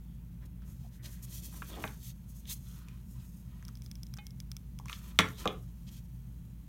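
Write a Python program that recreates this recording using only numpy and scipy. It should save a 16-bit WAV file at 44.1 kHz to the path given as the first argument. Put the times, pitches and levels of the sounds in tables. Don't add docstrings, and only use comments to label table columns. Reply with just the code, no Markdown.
import sys
import numpy as np
from scipy import signal
from scipy.fft import rfft, irfft, next_fast_len
from scipy.io import wavfile

SR = 44100
rng = np.random.default_rng(int(sys.argv[2]) if len(sys.argv) > 2 else 0)


def waveform_to_disk(signal):
    frames = np.transpose(np.atleast_2d(signal))
    scaled = np.clip(frames, -1, 1) * 32767
    samples = np.round(scaled).astype(np.int16)
    wavfile.write(sys.argv[1], SR, samples)


N = 294585
TIME = np.arange(N) / SR
RING_TIME = TIME[:SR // 2]


def from_db(db):
    return 10 ** (np.asarray(db) / 20)


def rms_one(x):
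    return x / np.sqrt(np.mean(x ** 2) + 1e-20)


def at_hz(points, hz):
    f, value = np.transpose(points)
    return np.interp(np.log(hz + 1e-9), np.log(f), value)


def coloured(x, spectrum):
    size = next_fast_len(N)
    hz = np.fft.rfftfreq(size, 1 / SR) + 1e-3
    roll_off = np.minimum(1, hz / spectrum[0][0]) ** 2 * np.minimum(1, spectrum[-1][0] / hz) ** 2
    return rms_one(irfft(rfft(x, size) * from_db(at_hz(spectrum, hz)) * roll_off, size)[:N])


def band(x, low_hz, high_hz):
    return signal.sosfilt(signal.butter(2, [low_hz, high_hz], "band", fs=SR, output="sos"), x)


def drift(turns_per_s):
    points = rng.standard_normal(4000)
    return rms_one(np.interp(TIME * turns_per_s, np.arange(len(points)), points))


def fade(t60):
    return np.exp(-np.log(1000) * RING_TIME / t60)


def ring(hz, t60):
    return np.sin(2 * np.pi * hz * RING_TIME) * fade(t60)


def struck(tones):
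    return np.array([(-1) ** k * from_db(db + rng.normal()) * ring(hz, t60)
                     for k, (hz, db, t60) in enumerate(tones)])


def crack(t60, low_hz, high_hz):
    burst = band(rng.standard_normal(len(RING_TIME)) * fade(t60), low_hz, high_hz)
    return burst / np.abs(burst).max()


def add(track, s, sound):
    start = int(round(s * SR))
    track[start:start + len(sound)] += sound[:N - start]


# f/Hz, rms level/dB
HUM_TONES = [(55.85, -49), (120, -56.5), (167.6, -60.5), (176, -59), (240, -76.5)]
# f/Hz, relative level/dB
RUMBLE_COLOUR = [(15, -22), (28, -12), (45, 2), (70, 4), (105, -1.5), (128, 10.5), (150, -2.5), (175, 0),
                 (208, 0.5), (243, -11.5), (280, -12), (350, -23.5), (520, -29), (900, -37)]
HISS_COLOUR = [(290, -24.5), (500, -7.5), (729, -11.5), (906, -2), (1080, -6.5), (2130, -9), (2770, -9),
               (3340, -13), (4870, -19.5), (6610, -20), (10400, -13), (15100, -8), (16000, -9.5)]

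def background(rumble_db=-49, hiss_db=-71):
    hum = 0
    for hz, db in HUM_TONES:
        phase = 2 * np.pi * (hz * TIME + rng.random()) + .15 * drift(0.5)
        hum += np.sqrt(2) * from_db(db) * np.sin(phase)
    rumble = from_db(rumble_db) * coloured(rng.standard_normal(N), RUMBLE_COLOUR)
    hiss = from_db(hiss_db) * coloured(rng.standard_normal(N), HISS_COLOUR)
    return hum + rumble + hiss


# f/Hz, relative level/dB
ECHO_COLOUR = [(100, -3), (180, 5), (300, 8), (450, 3.5), (750, 0), (1200, 2), (3000, -3.5), (4500, -9.5),
               (8000, -7), (16000, -10.5)]
# f/Hz, fade time/s
ECHO_FADE = [(100, .4), (400, 0.26), (1200, 0.25), (3500, 0.22), (10000, 0.22)]

def room(x, delay_s=0.0025, build_s=.004):
    echo, edges_hz = 0, np.geomspace(70, 17000, 13)
    for low, high in zip(edges_hz, edges_hz[1:]):
        hz = np.sqrt(low * high)
        noise = band(rng.standard_normal(len(RING_TIME)), low, high)
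        echo += noise * from_db(at_hz(ECHO_COLOUR, hz)) * fade(at_hz(ECHO_FADE, hz))
    onset = np.clip((RING_TIME - delay_s) / build_s, 0, 1)
    return from_db(-25.5) * signal.fftconvolve(x, echo * onset)[:N]


def near_echoes(x, strength=.22, count=5):
    delays_s = [rng.uniform(.0005, .004) + .00005 * drift(2) for _ in range(count)]
    return rms_one(x + strength * sum(np.interp(TIME - d, TIME, x) for d in delays_s))


def friction(colour, grains_per_s, smooth_db, spread_db=3.2, waver_db=1.5):
    sizes = from_db(spread_db * np.minimum(rng.exponential(1, N), 4)) * rng.choice([-1, 1], N)
    grains = rms_one(sizes * (rng.random(N) < grains_per_s / SR))
    contact = grains + from_db(smooth_db) * rng.standard_normal(N)
    return coloured(near_echoes(contact * from_db(waver_db * drift(70))), colour)


def pressure(strokes, swell_share=.38, fade_share=0.45):
    power = 0
    for middle_s, length_s, *levels_db in strokes:
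        progress = (TIME - middle_s) / length_s + .5
        ramp = np.clip(np.minimum(progress / swell_share, (1 - progress) / fade_share), 0, 1)
        power += np.outer(from_db(levels_db), np.sin(np.pi / 2 * ramp) ** 2) ** 2
    return np.sqrt(power)


# f/Hz, relative level/dB
FELT_COLOUR = [(3000, -25), (4800, -8), (6400, 1.5), (8000, -3.5), (9400, -0.5), (10600, -3.5),
               (12500, 1.5), (14000, 0), (16000, -5)]
PAPER_COLOUR = [(1500, -14.5), (2500, -8), (3500, -3), (4300, -5), (5200, -8), (6400, -7.5), (7800, -13.5)]
RUB_COLOUR = [(500, -44), (1000, 10.5), (1350, 5.5), (2000, 2.5), (3200, 2.5)]
TABLE_COLOUR = [(120, -8.5), (330, 1.5), (600, -7), (850, -10.5), (1400, -18)]
# middle t/s, length/s, felt level/dB, paper level/dB
FINGER_STROKES = [(0.46, .02, -66, -73), (0.70, 0.15, -65.5, -84), (0.82, 0.32, -71, -75.5),
                  (0.955, 0.1, -67, -70), (1.062, 0.088, -56, -54), (1.125, 0.18, -57.5, -66.5),
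                  (1.243, 0.051, -49.5, -65.5), (1.355, .16, -51.5, -60), (1.46, 0.1, -51, -58),
                  (1.565, 0.15, -56.5, -78), (1.69, 0.077, -54.5, -64), (1.84, 0.12, -57.5, -65),
                  (2.073, 0.14, -52, -57.5), (2.31, 0.091, -62, -78), (2.38, 0.12, -60.5, -78),
                  (2.505, 0.093, -50, -50), (2.52, 0.072, -40, -56), (2.56, 0.071, -59, -66),
                  (2.73, 0.3, -63, -67.5), (3.13, 0.14, -65, -84), (3.21, 0.084, -69, -73),
                  (3.32, 0.45, -67.5, -84), (3.855, 0.068, -65, -74), (4.94, 0.2, -59, -59),
                  (5.07, 0.17, -60.5, -66), (5.28, .16, -64.5, -74), (5.408, 0.093, -53.5, -53.5),
                  (5.885, .05, -71, -58), (5.955, 0.13, -60, -62)]
# middle t/s, length/s, rub level/dB, table level/dB
TABLE_SLIDES = [(0.44, 0.1, -70.5, -73), (0.68, 0.25, -76, -71.5), (1.07, 0.15, -74, -64),
                (1.3, 0.6, -73, -75), (1.57, 0.14, -61.5, -65.5), (1.785, 0.26, -55.5, -50),
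                (2.51, 0.046, -60, -69), (2.87, 0.48, -69.5, -86), (3.21, 0.19, -70, -91),
                (3.6, 0.46, -72.5, -77), (4.93, 0.26, -69.5, -82), (5.08, 0.3, -65, -69),
                (5.425, 0.14, -55, -60), (5.92, 0.12, -74, -75)]
# t/s, base level/dB
FELT_RUSTLE = [(0.0, -69), (1.08, -76), (1.29, -54), (1.91, -52.5), (2.13, -68), (2.59, -62), (2.87, -66),
               (4.8, -68), (5.06, -67), (5.33, -56), (5.66, -65), (6.6, -68.5)]

def hands(felt_share_db=-7, paper_share_db=-12.5, table_share_db=-17):
    felt_gain, paper_gain = pressure(FINGER_STROKES)
    rub_gain, table_gain = pressure(TABLE_SLIDES)
    rustle = from_db(np.interp(TIME, *np.transpose(FELT_RUSTLE)))
    felt = friction(FELT_COLOUR, grains_per_s=4000, smooth_db=-2)
    paper = friction(PAPER_COLOUR, grains_per_s=2500, smooth_db=-3)
    rub = friction(RUB_COLOUR, grains_per_s=800, smooth_db=-4)
    table = friction(TABLE_COLOUR, grains_per_s=400, smooth_db=-2, spread_db=3.0)
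    return (np.hypot(felt_gain, from_db(felt_share_db) * rustle) * felt
            + np.hypot(paper_gain, from_db(paper_share_db) * rustle) * paper
            + rub_gain * rub
            + np.hypot(table_gain, from_db(table_share_db) * rustle) * table)


# t/s, length/s, f/Hz, band width/Hz, rms level/dB
DRAGS = [(0.0, 0.24, 3370, 400, -84.5), (0.412, 0.05, 1760, 500, -72.5), (0.832, 0.05, 710, 200, -66.5),
         (0.848, 0.47, 1810, 597, -74), (1.536, 0.013, 690, 804, -60), (1.687, 0.093, 3470, 300, -60),
         (2.477, 0.053, 3700, 600, -53), (2.608, 0.35, 1380, 400, -74), (4.988, 0.35, 1180, 250, -77),
         (5.301, 0.086, 3560, 500, -67)]

def scuffs(slips_per_s=1500):
    out = np.zeros(N)
    for s, length_s, hz, width_hz, db in DRAGS:
        size = int(length_s * SR)
        slips = rng.standard_normal(SR) * (rng.random(SR) < slips_per_s / SR)
        scuff = band(slips[:size], hz - width_hz / 2, hz + width_hz / 2)
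        add(out, s, from_db(db) * rms_one(scuff * signal.windows.tukey(size, .8)))
    return out


# t/s, peak level/dB
TRIGGER_SLIPS = [(3.6513, -40), (3.6822, -37.5), (3.7542, -42.5), (3.7722, -47), (3.8205, -41),
                 (3.862, -40.5), (3.9141, -34.5), (3.9548, -40.5), (4.0324, -34.5), (4.0673, -43.5),
                 (4.1392, -35), (4.1736, -40.5), (4.2676, -34.5), (4.307, -45), (4.4022, -33),
                 (4.5164, -32), (4.5668, -33.5), (4.7888, -38)]
# f/Hz, band width/Hz, relative level/dB
TRIGGER_TONES = [(1250, 290, -10.5), (2250, 134, 0), (3360, 166, 2), (5090, 400, 7.5), (6000, 460, 4),
                 (9130, 570, -4), (12100, 2500, -8.5), (14400, 1800, -11)]
# f/Hz, level/dB, fade time/s
SPRING_TONES = [(833, -51.5, 0.12), (1300, -53, 0.033), (1560, -55, .04), (1980, -60, 0.054),
                (2160, -56, 0.4), (2490, -50, 0.12), (3030, -56, 0.14), (3140, -56, .07),
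                (3600, -50.5, 0.054), (3980, -56, 0.058), (4520, -62, 0.055)]

def trigger(spring_s=4.186):
    out = np.zeros(N)
    for s, peak_db in TRIGGER_SLIPS:
        snap = 0
        for k, (hz, width_hz, db) in enumerate(TRIGGER_TONES):
            strength = (-1) ** k * width_hz * from_db(db + 1.6 * rng.normal())
            t60 = np.log(1000) / (np.pi * width_hz)
            snap += strength * ring(hz * (1 + 0.012 * rng.normal()), t60)
        click = from_db(-10) * crack(t60=0.018, low_hz=1200, high_hz=17000)
        add(out, s, from_db(peak_db) * (snap / np.abs(snap).max() + click))
    add(out, spring_s, sum(from_db(db) * ring(hz, t60) for hz, db, t60 in SPRING_TONES))
    return out + from_db(-20) * room(out)


# t/s, peak level/dB, f/Hz, thud gain/dB, hard edge gain/dB, room gain/dB, drop to first bounce/dB
HEAVY_BLOWS = [(1.8394, -25, 2230, 4, -15, -6.5, 19), (5.1889, -6.5, 3390, -1, -8, -5.5, 11.5),
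               (5.456, -21, 1178, 2, -18, -6, 14.5)]

def heavy_contacts(settle_s=.0008, settle_loss_db=3.5, bounce_s=.0072, bounce_loss_db=1.5):
    rows = []
    for s, peak_db, hz, *gains_db, drop_db in HEAVY_BLOWS:
        for k in range(3):
            rows.append((s + k * settle_s, peak_db - k * settle_loss_db, hz * .64 ** k, *gains_db))
        for k in range(3):
            s += bounce_s * .78 ** k
            rows.append((s, peak_db - drop_db - k * bounce_loss_db, hz * 0.33 * 1.6 ** k, *gains_db))
    return rows


# t/s, peak level/dB, f/Hz, thud gain/dB, hard edge gain/dB, room gain/dB
LIGHT_KNOCKS = [(0.620, -56, 1600, -16, -3, -18), (1.6208, -30.5, 1410, -17, -25, -14),
                (1.627, -41, 2650, -29, -14, -4), (1.773, -41.5, 756, 6, -22, -2),
                (1.877, -34, 2960, -20, -5, -12), (2.455, -44, 3180, -11, -7, -1),
                (2.885, -42, 2620, -20, 1.5, -4), (3.626, -45, 1650, -22, -2, -16),
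                (3.688, -41.5, 1240, -20, 2, -18), (4.1685, -45.5, 1540, -14, 2, -6),
                (4.186, -48, 1800, -11, 2, -13), (4.7985, -42, 930, -21, -8, -11),
                (4.8575, -38, 1110, -24, 2, -24), (4.8835, -36.5, 2300, -20.5, -3, -3),
                (4.896, -31.5, 2490, -22, -7, -13), (4.898, -32.5, 1205, -21.5, 1, -12.5),
                (4.919, -39, 1330, -23, -2.5, -4.5), (4.929, -27.5, 3050, -26.5, -10, -10),
                (5.287, -40, 5900, -23, 3, -8.5), (5.4761, -16, 3130, -7, -11.5, -7)]
# f/Hz, relative level/dB, fade time/s
SHELL_TONES = [(1041, -2.5, 0.041), (1130, -6, 0.1), (1350, -5.5, 0.023), (1676, -11.5, 0.045),
               (1860, -13, 0.036), (2070, -9, 0.055), (2473, -3.5, 0.023), (2850, -13, 0.03),
               (3430, -2, 0.017), (3870, -3, 0.018), (6000, -7.5, .015)]
TABLE_TONES = [(96, -10.5, 0.28), (179.5, -4, 0.18), (210, -12.5, 0.25), (254, -9.5, 0.26),
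               (290.5, -11.5, 0.052), (433, 2.5, 0.3), (521, -5.5, .04), (632, 4, .08), (800, -12.5, 0.035)]

def knocks(contact_cycles=8, shell_db=-5, table_db=-16, thump_db=-2, clatter_db=-7):
    direct, to_room = np.zeros(N), np.zeros(N)
    shell_hz = np.array(SHELL_TONES)[:, 0]
    for s, peak_db, hz, thud_db, edge_db, room_db in LIGHT_KNOCKS + heavy_contacts():
        nearness = 1 / np.hypot(1, 3.2 * (shell_hz / hz - hz / shell_hz))
        body = from_db(shell_db) * (nearness @ struck(SHELL_TONES))
        body += from_db(table_db + thud_db) * struck(TABLE_TONES).sum(axis=0)
        tone = ring(hz, contact_cycles / hz) * RING_TIME
        edge = crack(t60=.007, low_hz=2500, high_hz=13000)
        edge += from_db(-2.5) * crack(t60=0.0083, low_hz=5400, high_hz=6576)
        thump = from_db(thump_db + thud_db) * ring(hz=500, t60=0.0066)
        clatter = from_db(clatter_db) * crack(t60=.026, low_hz=.55 * hz, high_hz=1.3 * hz)
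        contact = tone / np.abs(tone).max() + from_db(edge_db) * edge + thump + clatter
        gain = from_db(peak_db) / np.abs(contact + body).max()
        add(direct, s, gain * (contact + body))
        add(to_room, s, gain * from_db(room_db) * (contact + body / 2))
    return direct + room(to_room)


def scene():
    return (hands() + scuffs() + trigger() + knocks() + background())[None, :]


def record(dry, cutoff_hz=16000):
    return signal.sosfilt(signal.ellip(10, .1, 70, cutoff_hz, fs=SR, output="sos"), dry)


dry = scene()
out = record(dry)
waveform_to_disk(out)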